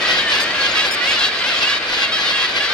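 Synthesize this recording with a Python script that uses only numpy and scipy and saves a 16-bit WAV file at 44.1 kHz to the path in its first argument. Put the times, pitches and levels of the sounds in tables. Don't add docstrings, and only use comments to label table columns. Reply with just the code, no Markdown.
import sys
import numpy as np
from scipy import signal
from scipy.fft import rfft, irfft, next_fast_len
from scipy.io import wavfile
from scipy.ndimage import uniform_filter1d

SR = 44100
rng = np.random.default_rng(int(sys.argv[2]) if len(sys.argv) > 2 else 0)


def level_to_linear(level):
    exponent = np.asarray(level, float) / 20
    return 10 ** exponent


def dump(signal):
    limited = np.clip(np.atleast_2d(signal).T, -1, 1)
    pcm = np.round(limited * 32767).astype(np.int16)
    wavfile.write(sys.argv[1], SR, pcm)


N = 120393
PAD = next_fast_len(N, True)
NEAR_DB = 1.8
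EDGE_S = 0.014

# (frequency [Hz], level [dB])
THROAT_RESPONSE = [(600, -20), (1200, -7), (1700, 1), (2200, -5), (2800, 0), (4300, -2.5), (6000, -13),
                   (15000, -40)]


def note(length, db, hz, mouth_khz, far=False, slide=0, at=(0,)):
    t = np.arange(0, length + EDGE_S / 2, 1 / SR)
    pitch = uniform_filter1d(np.interp(t, at, np.atleast_1d(hz)), size=300)
    level_db = uniform_filter1d(np.interp(t, at, np.atleast_1d(db)), size=300)

    arch = 0.02 if len(at) == 1 else 0
    shake = 0.005 * np.interp(t * 200, np.arange(36), rng.standard_normal(36))
    bend = arch * (np.sin(np.pi * t / t[-1]) - 0.7) + slide * (t / t[-1] - 0.5)
    turns = np.cumsum(pitch * (1 + bend + shake)) / SR

    k = np.arange(1, 26)
    harmonic_hz = k * pitch.mean()
    chance = rng.standard_normal((25, 2))
    mouth_db = 9 * (0.55 if far else 1)
    octaves_off = np.log2(harmonic_hz / mouth_khz / 1000)
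    harmonic_db = mouth_db * np.exp(-0.5 * (octaves_off / 0.3) ** 2) + 1.2 * chance[:, 0]
    if not far:
        harmonic_db = harmonic_db + read(THROAT_RESPONSE, harmonic_hz)
    gains = level_to_linear(harmonic_db) * (harmonic_hz < 16000)

    waves = np.cos((2 * np.pi * k[:, None] * turns + 9 * chance[:, 1:]).astype(np.float32))
    if not far:
        steps = rng.standard_normal((25, 10))
        flicker = np.array([np.interp(t * 50, np.arange(10), row) for row in steps])
        waves *= level_to_linear(3 * flicker)
    return level_to_linear(level_db) * swell(t, EDGE_S) * evened(gains @ waves)


# (start [s], length [s], level [dB], pitch [Hz], mouth resonance [kHz])
LEFT_NOTES = [(0.015, 0.06, -28, 499, 2.2), (0.09, .045, -26, 631, 2.0), (0.597, 0.035, -28, 876, 4.4),
              (0.837, 0.025, -27, 586, 2.0), (1.221, 0.043, -23, 635, 3.5), (1.356, 0.06, -33, 685, 4.8),
              (1.405, 0.03, -31, 604, 3.2), (1.696, .04, -28, 811, 1.7), (2.241, 0.065, -23, 731, 3.5),
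              (2.458, 0.05, -30, 488, 3.6), (2.684, 0.05, -27, 607, 4.6)]
RIGHT_NOTES = [(0.627, 0.045, -23, 808, 3.4), (0.762, 0.06, -22, 637, 3.2), (1.11, 0.055, -24, 515, 2.6),
               (1.094, 0.045, -28, 838, 2.5), (1.515, 0.045, -25, 658, 3.2), (1.687, 0.04, -25, 675, 4.0),
               (2.076, .03, -28, 716, 2.2), (2.115, 0.062, -21, 640, 3.7)]
AHEAD_NOTES = [
    (1.153, .04, -25, 580, 2.7),
    (2.166, 0.034, -26, 568, 1.7),
    (2.418, 0.051, -26, 646, 1.9),
    (2.618, 0.036, -27, 580, 1.8),
]
RISING_NOTES = [
    (0.652, .025, -24, 604, 3.3),
    (.67, .03, -25, 690, 2.7),
    (1.556, .045, -24, 638, 3.2),
]


def near_notes(rows, slide=0):
    mix = np.zeros(N)
    for start, *row in rows:
        add(mix, start - EDGE_S / 4, note(*row, slide=slide))
    return level_to_linear(NEAR_DB) * mix


# (mouth resonance [kHz], left minus right [dB], [(time [s], pitch [Hz], level [dB])])
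OPEN_CRIES = [(4.0, 0, [(.125, 532, -26), (.17, 538, -25), (.22, 545, -25)]), (2.9, 0, [(.262, 598, -29),
              (.3, 610, -26), (.33, 601, -25)]), (2.8, -2, [(.327, 545, -24), (.352, 562, -22),
              (.385, 560, -26)]), (2.8, -3, [(.535, 547, -26), (.56, 545, -25), (.587, 525, -27)]),
              (2.9, -4, [(.74, 575, -26), (.772, 558, -21), (.795, 542, -22), (.81, 562, -22),
              (.855, 565, -24)]), (2.25, -2, [(1.0, 475, -26), (1.025, 490, -24), (1.05, 494, -25),
              (1.062, 530, -23), (1.09, 562, -20), (1.13, 567, -24)]), (3.8, -1, [(1.178, 684, -23),
              (1.21, 685, -22), (1.235, 670, -26), (1.265, 645, -31)]),
              (3.6, -2, [(1.172, 568, -26), (1.2, 546, -24), (1.22, 536, -22), (1.247, 562, -20),
              (1.275, 570, -22), (1.297, 545, -26)]), (2.5, -1, [(1.428, 484, -25), (1.46, 500, -25),
              (1.474, 541, -24), (1.49, 539, -24), (1.514, 523, -28)]), (3.0, -3, [(1.6, 555, -24),
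              (1.64, 530, -22), (1.665, 562, -21), (1.685, 570, -22), (1.745, 560, -25)]),
              (3.9, 1, [(1.69, 728, -28), (1.74, 758, -25), (1.785, 745, -29)]),
              (3.1, -2, [(1.928, 557, -24), (1.96, 590, -28), (2.0, 562, -25), (2.015, 548, -24),
              (2.045, 558, -21), (2.078, 530, -31)]), (3.1, -3, [(2.297, 537, -26), (2.34, 551, -22),
              (2.365, 556, -23), (2.385, 533, -25), (2.41, 546, -22), (2.457, 540, -26)]),
              (2.8, 0, [(2.595, 552, -23), (2.63, 570, -24), (2.668, 571, -28)]),
              (4.2, 2, [(2.627, 683, -27), (2.66, 664, -27), (2.695, 649, -31)])]
HALF_SHUT_CRIES = [
    (1.85, 1, [(.0, 625, -27), (.06, 650, -27), (.125, 650, -25), (.16, 620, -29)]),
    (1.8, 1, [(.19, 585, -28), (.24, 615, -26), (.29, 595, -27), (.33, 575, -28)]),
    (1.75, 1, [(.36, 570, -26), (.4, 580, -25), (.46, 625, -29), (.53, 655, -27)]),
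    (1.7, 0, [(.58, 560, -28), (.63, 548, -25), (.675, 555, -26)]),
]


def cries():
    mix = np.zeros((2, N))
    for mouth_khz, side_db, rows in OPEN_CRIES + HALF_SHUT_CRIES:
        s, hz, db = np.transpose(rows)
        voice = note(s[-1] - s[0], db + NEAR_DB, hz, mouth_khz, at=s - s[0])
        place = 1 if side_db < -1.5 else 0
        add(mix[place], s[0], voice)
    return mix


# (start [s], length [s], level [dB])
CLAMOUR_BOUTS = [(0, 0.039, -19.5), (0.044, 0.2, -19.5), (0.279, 0.16, -17.5), (0.548, 0.2, -20),
                 (0.707, 0.21, -22), (1, 0.21, -22), (1.17, 0.14, -20.5), (1.417, 0.26, -22.5),
                 (1.573, 0.23, -23.5), (1.836, 0.26, -22), (2.12, 0.11, -23.5), (2.189, 0.16, -21.5),
                 (2.316, 0.32, -24), (2.54, 0.25, -27)]
# (frequency [Hz], level [dB])
RASP_SPECTRUM = [(600, -12), (1200, -7), (1650, -5.5), (2150, -3.5), (2900, -1), (4500, -5), (6500, -21),
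                 (15500, -40.5)]


def ledge_clamour():
    level = np.zeros(N)
    for start, length, db in CLAMOUR_BOUTS:
        add(level, start, level_to_linear(db) * swell(np.arange(0, length, 1 / SR), 0.25 * length))
    return level * crowd(110, 0.35, RASP_SPECTRUM)


# (start [s], length [s], level [dB], first pitch [Hz], last pitch [Hz])
CHICK_PEEPS = [(0.275, 0.041, -48, 8620, 8500), (.3, .03, -50, 8600, 8470), (0.707, 0.021, -36, 6850, 6720),
               (1.085, 0.019, -41, 6740, 6760), (1.112, 0.027, -40, 6700, 6900),
               (1.08, 0.037, -49, 8400, 8300), (1.565, .045, -41, 6900, 6900),
               (1.962, .04, -48, 6700, 6650), (2.015, 0.042, -44, 6830, 6830),
               (2.35, 0.032, -49, 8650, 8200)]


def chick_peeps():
    mix = np.zeros(N)
    for start, length, db, hz, end_hz in CHICK_PEEPS:
        t = np.arange(0, length, 1 / SR)
        turns = np.cumsum(hz + (end_hz - hz) * t / length) / SR
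        add(mix, start, level_to_linear(db + 6) * swell(t, 0.0063) * np.sin(2 * np.pi * turns))
    return mix


# (start [s], level [dB], top pitch [Hz])
CHICK_SQUEAKS = [
    (.396, -28.5, 1645),
    (.903, -27.5, 1760),
    (1.378, -40, 1615),
]
SQUEAK_HARMONICS = [-22, -9, 0, -9, -10, -21, -19, -19, -21]


def chick_squeaks():
    mix = np.zeros(N)
    for start, db, hz in CHICK_SQUEAKS:
        length = 0.055
        t = np.arange(0, length, 1 / SR)
        fall = 0.125 * abs(t / length - 0.2) ** 2.2 * 1.6
        turns = np.cumsum(hz * (1 - fall)) / SR
        tone = sum(level_to_linear(g) * np.sin(2 * np.pi * (k + 1) * turns) for k, g in enumerate(SQUEAK_HARMONICS))
        add(mix, start, level_to_linear(db + 3) * swell(t, 0.011) * tone)

        t = np.arange(1500) / SR
        band = signal.butter(2, [4000, 11000], "band", fs=SR)
        hiss = signal.lfilter(*band, rng.standard_normal(1500))
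        add(mix, start - 0.047, level_to_linear(db - 8) * swell(t, 0.0024) * hiss)
    return mix


def crowd(per_s, noise_share, spectrum):
    voices = np.zeros(N)
    for at, long, loud, high, mouth, up in rng.random((round(per_s * N / SR), 6)):
        hz, mouth_khz = 490 + 380 * high ** 2, 1.0 + 4.9 * mouth
        slide = 0.18 * (up - 0.4)
        add(voices, at * N / SR, note(0.021 + 0.0496 * long, 3 * loud, hz, mouth_khz, True, slide))
    gusts = evened(uniform_filter1d(rng.standard_normal(N), size=300))
    rasp = rng.standard_normal(N) * level_to_linear(3.5 * gusts)
    mix = np.sqrt(1 - noise_share) * evened(voices) + np.sqrt(noise_share) * evened(rasp)
    return evened(colour(mix, spectrum))


# (frequency [Hz], level [dB])
FAR_SPECTRUM = [(500, -24), (1250, -1), (1800, 2), (2700, -2.5), (4700, -5), (6500, -26), (10000, -32),
                (15500, -45)]


def far_colony():
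    return level_to_linear(-23.5) * crowd(180, 0.4, FAR_SPECTRUM)


# (frequency [Hz], level [dB])
SURF_SPECTRUM = [(20, -36), (45, -13), (130, -10.5), (330, -2), (650, 0), (900, -5), (3000, 0.5),
                 (15000, -47.5)]
# (time [s], level [dB])
SURF_LEVEL = [
    (0.0, -23),
    (1.79, -27),
    (2.73, -26.5),
]


def surf():
    s, db = np.transpose(SURF_LEVEL)
    wash = level_to_linear(np.interp(np.arange(N) / SR, s, db))
    return wash * evened(colour(rng.standard_normal(N), SURF_SPECTRUM))


def rock(x, t60):
    t = np.arange(SR // 2) / SR
    taps = (rng.random(len(t)) < 0.05) * rng.standard_normal(len(t)) * level_to_linear(-60 * t / t60)
    return signal.fftconvolve(x, taps / np.linalg.norm(taps))[:N]


# (frequency [Hz], coherence [0 to 1])
PORT_COHERENCE = [(60, .99), (400, .96), (900, .85), (2000, .3), (5000, .35), (15000, .4)]
# (frequency [Hz], phase [rad])
PORT_LAG = [(60, 0.), (500, .1), (1600, .4), (3100, 1.2), (5700, 1.5), (12700, 1.9)]
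# (frequency [Hz], left minus right [dB])
PORT_TILT = [(60, 3), (150, 0), (380, 1), (950, 2), (2380, -0.5), (5980, 6.5), (15000, 0)]


def ports(x, other, side_db):
    hz, z = np.fft.rfftfreq(PAD, 1 / SR), rfft(x, PAD)
    same = np.clip(read(PORT_COHERENCE, hz), 0, 1)
    tilt = level_to_linear((read(PORT_TILT, hz) + side_db) / 2)
    right = same * z + np.sqrt(1 - same ** 2) * rfft(other, PAD)
    right = right * np.exp(-1j * read(PORT_LAG, hz))
    return irfft(np.array([z * tilt, right / tilt]), PAD)[:, :N]


def placed(x, side_db, direct):
    wet = [x + level_to_linear(-16) * rock(x, 0.15) for _ in range(2)]
    other = direct * wet[1] + (1 - direct) * rock(x, 0.014)
    return ports(wet[0], other, side_db)


def read(points, hz):
    f, value = np.transpose(points)
    return np.interp(np.log(hz + 1), np.log(f + 1), value)


def evened(x):
    return x / np.sqrt(np.mean(x ** 2) + 1e-20)


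def add(mix, s, sound):
    part = mix[max(round(s * SR), 0):][:len(sound)]
    part += sound[:len(part)]


def colour(x, spectrum):
    gain = level_to_linear(read(spectrum, np.fft.rfftfreq(PAD, 1 / SR)))
    return irfft(rfft(x, PAD) * gain, PAD)[:N]


def swell(t, edge):
    return np.sin(np.pi / 2 * np.clip(np.minimum(t, t[-1] - t) / edge, 0, 1)) ** 2


def scene():
    clear = 0.68
    left_cries, right_cries = cries()
    left = near_notes(LEFT_NOTES) + left_cries
    right = near_notes(RIGHT_NOTES, 0.008) + right_cries
    ahead = near_notes(AHEAD_NOTES) + near_notes(RISING_NOTES, 0.045) + chick_peeps() + chick_squeaks()
    mix = placed(left, 0.6, clear) + placed(right, -4, clear) + placed(ahead, 0, clear)
    mix += placed(ledge_clamour(), -1.9, 0)
    far = far_colony()
    return mix + ports(surf() + far, surf() + rock(far, 0.05), -0.49)


def low_pass(x):
    return signal.sosfilt(signal.butter(12, 15610, fs=SR, output="sos"), x)


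def record(dry):
    ceiling = 1.8
    mix = ceiling * np.tanh(dry / ceiling)
    return low_pass(mix)


dry = scene()
out = record(dry)
dump(out)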